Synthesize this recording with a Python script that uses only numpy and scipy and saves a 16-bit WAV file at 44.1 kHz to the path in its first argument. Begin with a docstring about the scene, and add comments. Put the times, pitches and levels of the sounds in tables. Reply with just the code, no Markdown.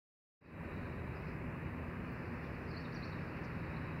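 """An open desert lot, where distant engines drone: a low rumble and a few tones under a soft rush of air.
Far birds twitter and trill, a small bird whistles one short phrase of gliding notes with a thin echo,
and grazing camels rustle the twigs of the scrub. The sound fades in after a moment of silence.
It is nearly mono and dull above 3 kHz, over faint microphone hiss."""
import sys
import numpy as np
from scipy import signal
from scipy.fft import rfft, irfft
from scipy.io import wavfile
from scipy.ndimage import uniform_filter1d

SR = 44100
rng = np.random.default_rng(int(sys.argv[2]) if len(sys.argv) > 2 else 0)


def inscribe(sig):
    """Save sig as 16-bit PCM at rate SR to the path in sys.argv[1].

    A 1-D sig is mono; a 2-D sig holds one channel per row.
    Samples are clipped to [-1, 1] before scaling.
    """
    pcm = np.round(np.clip(np.atleast_2d(sig).T, -1, 1) * 32767)
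    wavfile.write(sys.argv[1], SR, pcm.astype(np.int16))


N = 176400
T = np.arange(N) / SR

# Spectra of the noise sources. Each row: frequency in Hz, relative spectral density in dB.
RUMBLE_SPECTRUM = [(10, -35), (22, -18), (35, -8.5), (50, -5), (66, -3), (95, -3.5), (110, -0.5),
                   (145, -.5), (190, -2.5), (215, -3.5), (250, -1), (280, -6), (320, -5), (345, -7),
                   (385, -6.5), (450, -11), (570, -11.5), (700, -19), (1200, -40.5), (3000, -71)]
AIR_SPECTRUM = [(100, -32), (450, -12), (700, -3), (1000, 1), (1170, .5), (1400, -2), (1750, 0.5),
                (2000, -1), (2150, -4), (2550, -3.5), (2750, -10), (2920, -13.5), (3080, -25), (3400, -29),
                (4500, -34), (7000, -73)]
TWITTER_SPECTRUM = [(2800, -49), (3550, -14), (3900, -6.5), (4400, 0), (4800, -2.5), (5200, -3.5),
                    (5700, -12.5), (6500, -23.5), (9000, -47)]
TRILL_SPECTRUM = [(3300, -40), (3650, -16), (3780, 0.5), (4020, -2.5), (4200, -12), (4700, -48)]
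HISS_SPECTRUM = [(500, -34), (2500, -19.5), (4000, -8), (6500, 0), (9000, 0.3), (12000, 1.8), (15500, 0.5)]
# Envelopes of the sources, ahead of the fade-in. Each row: time in seconds, level in dB.
HUM_ENVELOPE = [(.6, -52), (1.6, -50.5), (2.4, -50.5), (3.1, -48), (4, -45.5)]
AIR_ENVELOPE = [(.5, -50), (1.2, -50), (2.2, -49.5), (3, -49), (3.5, -48), (4, -48)]
TWITTER_ENVELOPE = [(.45, -71.5), (.62, -81), (.8, -75), (1.05, -80.5), (1.2, -75), (1.29, -72),
                    (1.38, -79.5), (1.52, -80.5), (1.65, -78), (1.76, -78.5), (2.24, -73), (2.44, -72),
                    (2.6, -72), (3.15, -70.5), (3.35, -71.5), (3.6, -72.5), (3.9, -74)]
TRILL_ENVELOPE = [(.45, -73), (.65, -81), (.72, -72), (1.15, -77), (1.5, -92), (1.68, -79), (2.1, -90),
                  (2.6, -86), (3.1, -77), (3.55, -79), (3.68, -71.5), (4, -74)]
# Weaker spectral lines of the engines. Each row: frequency in Hz, rms level in dB.
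ENGINE_TONES = [(65, -58), (81, -52), (97, -55.5), (126.5, -53), (190, -59.5), (244, -58.5), (315, -61.5),
                (494.5, -63), (571, -68.5), (994, -69), (1043.5, -69.5), (1379, -73.5), (1477, -72),
                (2307, -73.5), (2374.5, -71), (2472, -72.5), (2637, -73)]
# The small bird's phrase. Each row: start and length in seconds, first, middle and last frequency in Hz,
# level in dB.
BIRD_NOTES = [(1.148, 0.044, 5070, 4880, 4700, -72), (1.263, 0.052, 4800, 5030, 4800, -78),
              (2.67, .036, 4280, 4820, 5400, -67.5), (2.703, 0.021, 5230, 4550, 4300, -60.5),
              (2.727, .034, 4580, 4270, 3840, -64), (2.761, .028, 3990, 4420, 4680, -54),
              (2.785, 0.041, 4900, 5100, 5860, -70), (2.842, 0.026, 3910, 3790, 3500, -62),
              (2.92, 0.018, 4130, 4530, 5240, -62), (2.938, .026, 5510, 5680, 5250, -65.5),
              (2.955, 0.024, 5060, 4570, 4300, -56.5), (3.021, 0.035, 3750, 4300, 4650, -55.5),
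              (3.042, 0.024, 5380, 5480, 4900, -67.5), (3.12, .022, 3980, 3870, 3850, -63.5)]
# Rustles in the scrub. Each row: start and length in seconds, level in dB, centre in Hz, width in octaves.
TWIG_RUSTLES = [(2.116, .025, -73, 15500, .1), (2.428, 0.093, -72.5, 3930, .3),
                (3.437, 0.039, -67, 4840, 0.24), (3.762, 0.025, -65.5, 4150, .1)]
# The fade-in. Each row: time in seconds, gain in dB.
FADE_IN = [(.41, -26.5), (.45, -17), (.5, -11.5), (.56, -7.5), (.64, -3)]


def amp(db):
    """Amplitude grows tenfold with every 20 dB."""
    return 10 ** (np.asarray(db) / 20)


def unit_rms(x):
    """Normalisation to an rms of 1."""
    return x / np.sqrt(np.mean(x ** 2) + 1e-20)


def envelope(points):
    """Gain over time, by linear interpolation in decibels."""
    return amp(np.interp(T, *np.transpose(points)))


def add(mix, start_s, sound):
    """Superposition of a sound on the mix from a given time."""
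    part = mix[round(start_s * SR):][:len(sound)]
    part += sound[:len(part)]


def drift(rate_hz):
    """Low-pass filtered noise gives a random fluctuation of rms 1."""
    hz = np.fft.rfftfreq(N, 1 / SR)
    low_pass = np.exp(-(hz / rate_hz) ** 2) * (hz > 0)
    return unit_rms(irfft(rfft(rng.standard_normal(N)) * low_pass, N))


def noise(spectrum):
    """Spectral shaping of white noise gives steady coloured noise of rms 1."""
    hz, db = np.transpose(spectrum)
    gain = amp(np.interp(np.log(np.fft.rfftfreq(N, 1 / SR) + 1), np.log(hz), db))
    return unit_rms(irfft(rfft(rng.standard_normal(N)) * gain, N))


def patchy(x, depth_db, bins, frames):
    """Random amplitude modulation makes patches of the spectrogram swell and sink."""
    spectrogram = signal.stft(x, nperseg=512, noverlap=384)[2]
    field = rng.standard_normal(spectrogram.shape[::-1]).T
    field = unit_rms(uniform_filter1d(uniform_filter1d(field, bins, 0), frames, 1))
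    modulated = spectrogram * amp(depth_db * field)
    return unit_rms(signal.istft(modulated, nperseg=512, noverlap=384)[1][:N])


def engines(rumble_db=-43, hum_hz=162.4, hum_wander_hz=0.38, wander_hz=0.89, waver_db=2.5):
    """Spectral lines over a noise rumble: a growing hum, and tones that waver on their way through air."""
    out = amp(rumble_db) * noise(RUMBLE_SPECTRUM)
    hum_cycles = np.cumsum(hum_hz + hum_wander_hz * drift(rate_hz=2.07)) / SR
    out += envelope(HUM_ENVELOPE) * unit_rms(np.sin(2 * np.pi * hum_cycles))
    for hz, db in ENGINE_TONES:
        cycles = np.cumsum(hz + wander_hz * drift(rate_hz=3.18)) / SR + rng.random()
        waver = amp(waver_db * drift(rate_hz=1.63))
        out += amp(db) * unit_rms(waver * np.sin(2 * np.pi * cycles))
    return out


def air():
    """Moving air radiates broadband noise, a soft rush that slowly grows."""
    return envelope(AIR_ENVELOPE) * patchy(noise(AIR_SPECTRUM), depth_db=0.64, bins=8, frames=24)


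def far_birds(pulse_hz=28, pulse_depth_db=2):
    """Distance blurs twitter into a band of noise; amplitude modulation of a narrower band is a trill."""
    twitter = patchy(noise(TWITTER_SPECTRUM), depth_db=2.0, bins=5, frames=14)
    cycles = np.cumsum(pulse_hz * (1 + .25 * drift(rate_hz=8.3))) / SR
    pulses = amp(pulse_depth_db * np.sin(2 * np.pi * cycles))
    trill = unit_rms(noise(TRILL_SPECTRUM) * pulses)
    return envelope(TWITTER_ENVELOPE) * twitter + envelope(TRILL_ENVELOPE) * trill


def small_bird(roughness=0.029, echo_db=-4.5, echo_t60_s=0.64):
    """Frequency modulation roughens whistled glides; convolution with decaying noise gives the echo."""
    song = np.zeros(N)
    for start, length, first_hz, middle_hz, last_hz, db in BIRD_NOTES:
        progress = np.linspace(0, 1, round(length * SR))
        glide_hz = np.polyval(np.polyfit([0, .5, 1], [first_hz, middle_hz, last_hz], 2), progress)
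        hz = glide_hz * (1 + roughness * drift(rate_hz=500)[:len(progress)])
        whistle = np.sin(2 * np.pi * np.cumsum(hz) / SR)
        add(song, start, amp(db) * unit_rms(np.sin(np.pi * progress) * whistle))
    tail = rng.standard_normal(SR) * amp(-60 * T[:SR] / echo_t60_s)
    echo = signal.fftconvolve(song, tail / np.linalg.norm(tail))[:N]
    return song + amp(echo_db) * echo


def scrub():
    """Dry twigs moved by grazing camels emit transients: brief bursts of band-limited noise."""
    out, hz = np.zeros(N), np.fft.rfftfreq(N, 1 / SR) + 1
    for start, length, db, centre_hz, octaves in TWIG_RUSTLES:
        progress = np.linspace(0, 1, round(length * SR))
        band = np.exp(-.5 * (np.log2(hz / centre_hz) / octaves) ** 2)
        crunch = irfft(rfft(rng.standard_normal(N)) * band, N)[:len(progress)]
        burst = np.sin(np.pi * progress ** 0.42)  # quick rise, slower fall
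        add(out, start, amp(db) * unit_rms(crunch * burst))
    return out


def scene():
    """The sources superpose; equal signals in both channels place them in the centre."""
    return np.tile(engines() + air() + far_birds() + small_bird() + scrub(), (2, 1))


def record(dry, hiss_db=-74.5, hiss_correlation=.25, start_s=.408, cutoff_hz=15830):
    """Partly correlated microphone hiss joins the sound; the sum fades in and is low-pass filtered."""
    common = np.sqrt(hiss_correlation) * noise(HISS_SPECTRUM)
    separate = np.sqrt(1 - hiss_correlation) * np.array([noise(HISS_SPECTRUM), noise(HISS_SPECTRUM)])
    onset = np.clip((T - start_s) / 0.0069, 0, 1)
    faded = (dry + amp(hiss_db) * (common + separate)) * envelope(FADE_IN) * onset
    low_pass = signal.firwin(511, cutoff_hz, window=("kaiser", 9), fs=SR)
    return signal.oaconvolve(faded, low_pass[None], "same")


dry = scene()
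out = record(dry)
inscribe(out)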